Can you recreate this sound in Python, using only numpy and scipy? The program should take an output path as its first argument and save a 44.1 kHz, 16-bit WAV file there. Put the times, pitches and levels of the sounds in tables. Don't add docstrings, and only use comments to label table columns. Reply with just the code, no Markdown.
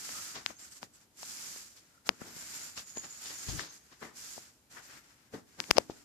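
import sys
import numpy as np
from scipy import signal
from scipy.fft import rfft, irfft, next_fast_len
from scipy.io import wavfile

SR = 44100
rng = np.random.default_rng(int(sys.argv[2]) if len(sys.argv) > 2 else 0)


def persist_wave(psi):
    counts = np.round(np.clip(psi, -1, 1) * 32767).astype(np.int16)
    wavfile.write(sys.argv[1], SR, np.atleast_2d(counts).T)


N = 266584
TIME, HZ = np.arange(N) / SR, np.fft.rfftfreq(N, 1 / SR)

# (frequency [Hz], level [dB])
CASE_SPECTRUM = [(100, -42), (1000, -18.5), (2500, 1), (4000, -4.5), (4900, 4), (5700, 0.5), (7000, -11.5),
                 (9000, -39.5), (13000, -30), (15000, -43.5)]


def gain_of(db):
    return 10 ** (np.asarray(db) / 20)


def unit_rms(x):
    return x / np.sqrt(np.mean(x ** 2) + 1e-20)


def curve_at(points, hz):
    point_hz, value = np.transpose(points)
    return np.interp(np.log(hz + 1), np.log(point_hz + 1), value)


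def fader(points):
    return gain_of(np.interp(TIME, *np.transpose(points), left=-np.inf, right=-np.inf))


def pan_left(db):
    return gain_of([[db / 2], [-db / 2]])


def place(mix, start, sound):
    part = mix[round(start * SR):][:len(sound)]
    part += sound[:len(part)]


def wander(rate_hz):
    size = next_fast_len(N)
    hz = np.fft.rfftfreq(size, 1 / SR)
    spectrum = rfft(rng.standard_normal(size)) / (1 + (hz / rate_hz) ** 4)
    return unit_rms(irfft(spectrum, size)[:N])


def noise(colour, grain_db=0):
    # (frequency [Hz], left-right correlation [ratio])
    likeness = [(60, 0.82), (300, 0.88), (640, 0.55), (1400, 0.064), (3000, 0.059)]
    left, other = rfft(rng.standard_normal((2, N)) * gain_of(grain_db * wander(900)))
    shared = curve_at(likeness, HZ)
    right = shared * left + np.sqrt(1 - shared ** 2) * other
    return unit_rms(irfft(np.array([left, right]) * gain_of(curve_at(colour, HZ)), N))


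def tight_pulse(magnitude):
    mirrored = np.r_[magnitude, magnitude[-2:0:-1]]
    log_gain = np.log(np.maximum(mirrored, 1e-5))
    return np.fft.ifft(np.exp(np.conj(signal.hilbert(log_gain)))).real


def room_tone():
    # (frequency [Hz], level [dB])
    air_colour = [(20, -23.5), (55, 1.5), (130, 0.5), (200, -3), (275, -1), (470, -9), (900, -11),
                  (1400, -14), (3500, -16.5), (8300, -17), (14400, -19.5), (14800, -77.5)]
    return gain_of(-68.5) * pan_left(1.4) * noise(air_colour)


def arena_reverb(sound):
    # (frequency [Hz], t60 [s])
    decay_times = [(100, 0.63), (1000, 0.34), (4000, 0.22), (12000, 0.14)]
    hz, t, bands = signal.stft(rng.standard_normal((2, SR)), SR, nperseg=256)
    decay = gain_of(-60 * t / curve_at(decay_times, hz)[:, None])
    tail = signal.istft(bands * decay, SR)[1]
    return signal.fftconvolve(sound.mean(0)[None], tail / np.linalg.norm(tail[0]), axes=1)[:, :N]


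def hoof_scuffs(rise_s=0.0084):
    # (time [s], decay [s], thud [dB], scrape [dB], grit [dB])
    scuffs = [(0.359, 0.033, -48.5, -49.5, -40.5), (0.503, 0.013, -51, -58, -65),
              (0.832, 0.018, -51.5, -62, -55), (1.775, 0.025, -84, -81, -57.5),
              (2.07, 0.0067, -55, -57, -50), (2.098, 0.023, -47, -64, -66), (2.214, 0.028, -51.5, -60, -67),
              (2.26, 0.062, -53.5, -76, -58), (2.778, 0.019, -74, -53.5, -38),
              (2.971, 0.02, -47.5, -57, -52), (3.042, 0.018, -52, -55.5, -46.5),
              (3.259, 0.027, -77, -61, -42), (3.307, 0.022, -56, -56.5, -48),
              (3.489, 0.032, -47.5, -56, -38.5), (3.594, 0.052, -49, -51, -39.5),
              (3.926, 0.015, -62, -62, -54.5), (4.026, 0.045, -46, -50.5, -54.5),
              (4.378, 0.019, -52.5, -71, -55), (4.773, 0.031, -72, -54, -67),
              (5.342, 0.032, -42.5, -55.5, -55), (5.594, 0.029, -44.5, -56.5, -53),
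              (5.701, 0.0069, -41.5, -60, -52), (5.768, 0.0056, -36, -51, -53),
              (5.795, 0.026, -45, -59, -56), (5.906, 0.015, -50, -66, -52.5)]
    thud = noise([(40, -34), (70, -17.5), (130, -5), (300, -3.5), (550, -11), (900, -14),
                  (2500, -40)], grain_db=3.5)
    scrape = noise([(250, -6.5), (650, -4.5), (1100, 0), (1900, 1), (2800, -10.5), (5000, -19),
                    (12000, -42)], grain_db=-0.5)
    grit = noise([(1500, -12), (3000, -1), (5200, 2.5), (7000, -2.5), (9000, -33), (14400, -25.5),
                  (14800, -60)], grain_db=3)
    envelopes = np.zeros((3, N))
    for time, decay_s, *layer_db in scuffs:
        rise = np.maximum(time - TIME, 0) / rise_s
        fall = np.maximum(TIME - time, 0) / decay_s
        envelopes += gain_of(layer_db)[:, None] * np.exp(-rise - fall)
    push, drag, scatter = envelopes
    return (gain_of(-1.5) * pan_left(1.6) * thud * push
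            + gain_of(5) * pan_left(7.5) * scrape * drag
            + gain_of(-2) * pan_left(2) * grit * scatter)


def hoof_thuds():
    # (time [s], relative level [dB], pitch [Hz], t60 [s])
    ground_notes = [(5.338, -46.5, 240, 0.12), (5.338, -38, 444, 0.064), (5.8976, -22, 366, 0.0088),
                    (5.8983, -32, 850, 0.0077)]
    thuds, t = np.zeros(N), np.arange(SR // 4) / SR
    for time, db, hz, t60 in ground_notes:
        swell = 1 - np.exp(-t * hz / 0.4)
        place(thuds, time, -gain_of(db - 60 * t / t60) * np.sin(2 * np.pi * hz * t) * swell)
    return gain_of(4) * pan_left(5.3) * thuds


def air_puff():
    # (time [s], level [dB])
    swell = [(3.45, -74), (3.487, -31), (3.52, -41.5), (3.55, -32), (3.575, -41.5), (3.6, -50), (3.67, -85)]
    rumble = noise([(20, -14), (55, -1.5), (110, -1), (200, -15), (400, -20), (1500, -67), (6000, -80)])
    return rumble * fader(swell) * gain_of([[0], [-19]])


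def stroke_envelope(start, length, arch_db=2):
    attack_s, release_s = 0.006 + 0.06 * length, 0.012 + 0.26 * length
    progress = np.clip((TIME - start) / length, 0, 1)
    arch = gain_of(-arch_db * (2 * progress - 1) ** 2)
    rise = np.maximum(start - TIME, 0) / attack_s
    fall = (np.maximum(TIME - start - length, 0) / release_s) ** 1.32
    return arch * np.exp(-np.minimum(rise + fall, 20))


def hand_friction(creep_db=-13.5, creep_s=0.13, flutter_db=0.64):
    # (start [s], length [s], hiss [dB], rasp [dB])
    strokes = [(0.0, 0.29, -43, -53), (0.459, 0.055, -53.5, -54.5), (0.593, 0.08, -52.5, -60),
               (0.716, 0.021, -53, -63.5), (0.755, .025, -52.5, -64.5), (.822, 0.021, -53.5, -61),
               (0.941, 0.039, -62, -70), (1.005, 0.034, -66, -70.5), (1.179, 0.043, -53, -62.5),
               (1.224, .35, -45, -57), (1.763, 0.027, -58, -64.5), (1.809, 0.16, -69.5, -71.5),
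               (2.068, 0.0083, -45, -64), (2.11, 0.087, -65, -64.5), (2.21, 0.2, -53.5, -58),
               (2.36, 0.1, -48.5, -56), (2.471, 0.2, -45.5, -54), (2.765, 0.043, -47, -53.5),
               (2.868, 0.051, -52.5, -64.5), (2.957, 0.37, -53, -60.5), (3.215, 0.21, -46, -56),
               (3.43, 0.17, -44, -53), (3.723, 0.046, -54.5, -63.5), (3.826, 0.17, -66.5, -69),
               (4.008, 0.068, -56.5, -70), (4.169, 0.2, -47, -59), (4.415, 0.076, -60.5, -63.5),
               (4.711, 0.029, -56.5, -58.5), (4.75, 0.046, -56, -58), (4.826, 0.037, -55, -60),
               (4.884, 0.096, -57.5, -55.5), (5.04, 0.1, -66.5, -65.5), (5.17, 0.11, -73, -70),
               (5.328, 0.053, -59.5, -67), (5.48, 0.18, -66.5, -68), (5.605, .19, -53.5, -61.5),
               (5.89, 0.12, -61.5, -64.5)]
    # (frequency [Hz], level [dB])
    left_colour = [(500, -31.5), (2500, -9.5), (3700, -9), (4500, -1), (5300, 1), (7200, -6), (8500, -13),
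                   (10000, -18), (13000, -13.5), (14500, -19), (14800, -78)]
    right_colour = [(500, -16), (2500, -12), (3800, -9.5), (4800, -9.5), (6000, -1.5), (7150, 3.5),
                    (8500, -4), (10000, -8), (13300, -9.5), (14500, -21.5), (14800, -58.5)]
    rasp_colour = [(60, -10.5), (150, -7), (270, -4), (450, -12.5), (750, -10), (1150, -7.5), (1290, -4),
                   (1450, -2.5), (2200, -6), (3500, -12.5), (5500, -11), (9000, -29)]
    power = np.zeros((2, N))
    for start, length, *layer_db in strokes:
        power += (gain_of(layer_db)[:, None] * stroke_envelope(start, length)) ** 2
    pole = np.exp(-2 / (creep_s * SR))
    creep = gain_of(creep_db) ** 2 * signal.lfilter([1 - pole], [1, -pole], power)
    speed, pressure = np.sqrt(power + creep)
    hiss = np.array([gain_of(-1.2) * noise(left_colour, grain_db=2.5)[0],
                     gain_of(1.3) * noise(right_colour, grain_db=1.5)[1]])
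    rasp = pan_left(6) * noise(rasp_colour, grain_db=1)
    return (hiss * speed + rasp * pressure) * gain_of(flutter_db * wander(35))


def skin_whistles(waver_share=0.00726, flutter_db=5.1):
    # (start [s], length [s], first pitch [Hz], last pitch [Hz], level [dB])
    glides = [(0.037, 0.27, 1290, 1282, -64), (0.456, 0.074, 6500, 6400, -59), (.6, .06, 7340, 7720, -62),
              (0.721, 0.068, 8160, 8240, -60.5), (0.932, 0.03, 7760, 7950, -73),
              (1.925, 0.39, 1390, 1460, -75), (2.4, 0.37, 7230, 7100, -56), (2.878, .25, 6830, 6950, -52.5),
              (3.22, .36, 7040, 6510, -53.5), (3.69, 0.075, 6350, 6370, -60.5),
              (2.285, .42, 11840, 11500, -69), (4.88, .06, 13500, 14000, -73),
              (4.955, .05, 13800, 12900, -72)]
    whistles = np.zeros((2, N))
    waver = 1 + waver_share * wander(24.4)
    for start, length, first_hz, last_hz, db in glides:
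        glide = np.clip((TIME - start) / length, 0, 1) ** 1.1
        hz = first_hz + (last_hz - first_hz) * glide
        phase = 2 * np.pi * np.cumsum(hz * waver) / SR
        width_hz = 85 * np.sqrt(first_hz / 1000)
        band = np.sqrt(2) * np.array([wander(width_hz) * np.cos(phase), wander(width_hz) * np.sin(phase)])
        whistles += gain_of(db) * stroke_envelope(start, length) * band
    return gain_of(1.5) * pan_left(-2) * whistles * gain_of(flutter_db * wander(18))


def grip_crunch():
    # (time [s], relative level [dB])
    squeeze = [(5.74, -63), (5.763, -48), (5.767, -27.5), (5.771, -33.5), (5.774, -50), (5.78, -61)]
    return noise(CASE_SPECTRUM, grain_db=5) * fader(squeeze) * gain_of([[-3], [-11]])


def finger_taps(scatter_s=0.0007):
    # (time [s], knock [dB], pitch [Hz], Q [ratio], hardness as cutoff [Hz], snap [dB])
    taps = [(0.092, -6.5, 1180.0, 0.36, 3250, -32), (0.4625, 8, 2720, 0.68, 5400, -32),
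            (0.5054, 0.5, 645, 3.2, 3300.0, -31), (0.83, 3, 805, 1.9, 4800.0, -11),
            (1.231, -1, 770, 2, 1800.0, -14), (1.5614, -11.5, 590.0, 1, 2200.0, -35),
            (2.0919, 16, 930, 0.38, 3650, 10.5), (2.2172, 8.5, 206, 1.8, 1600.0, -39),
            (2.3661, 0.5, 176, 1.6, 800.0, -34), (2.9726, 3, 360, 0.75, 970, -13.5),
            (3.5948, 9.5, 1760, 3.3, 2017, -21), (4.0293, -4.5, 960, 0.8, 2170, -34),
            (4.3795, 2, 845, 0.91, 780, -26.5), (5.6027, 3.5, 2500, 0.45, 6060, 1),
            (5.6407, -7, 2220.0, 2.6, 6000, -18), (5.7077, 16, 318, 2.5, 1300.0, 7),
            (5.711, 23, 1460, 0.36, 3300, 19), (5.77, 13.5, 577, 2.1, 4400.0, 3),
            (5.7775, 8, 722, 1.8, 1800.0, -5), (5.783, 32, 562, 2.78, 1890, 15.5)]
    near, hz = np.zeros(N), np.fft.rfftfreq(2048, 1 / SR) + 1
    for time, knock_db, knock_hz, q, cutoff_hz, snap_db in taps:
        resonance = 1 / (1 + (q * (hz / knock_hz - knock_hz / hz)) ** 2)
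        knock_power = gain_of(knock_db) ** 2 * resonance / (1 + (hz / cutoff_hz) ** 6)
        snap_power = gain_of(snap_db + curve_at(CASE_SPECTRUM, hz)) ** 2
        place(near, time, tight_pulse(np.sqrt(knock_power + snap_power)))
    t = np.arange(SR // 50) / SR
    scatter = rng.standard_normal(len(t)) * t * np.exp(-t / scatter_s)
    far = signal.oaconvolve(near, scatter / np.linalg.norm(scatter))[:N]
    return np.array([near, gain_of(-22.5) * far])


def scene():
    hooves = hoof_scuffs() + hoof_thuds()
    handling = finger_taps() + grip_crunch() + hand_friction() + skin_whistles() + air_puff()
    return room_tone() + hooves + gain_of(-16) * arena_reverb(hooves) + handling


def record(dry, bass_cut_hz=42, treble_cut_hz=15100):
    bass_cut = signal.butter(2, bass_cut_hz, "high", fs=SR, output="sos")
    treble_cut = signal.firwin(255, treble_cut_hz, window=("kaiser", 10), fs=SR)
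    clipped = np.clip(dry, -1, 1)
    return signal.oaconvolve(signal.sosfilt(bass_cut, clipped), treble_cut[None], "same")


dry = scene()
out = record(dry)
persist_wave(out)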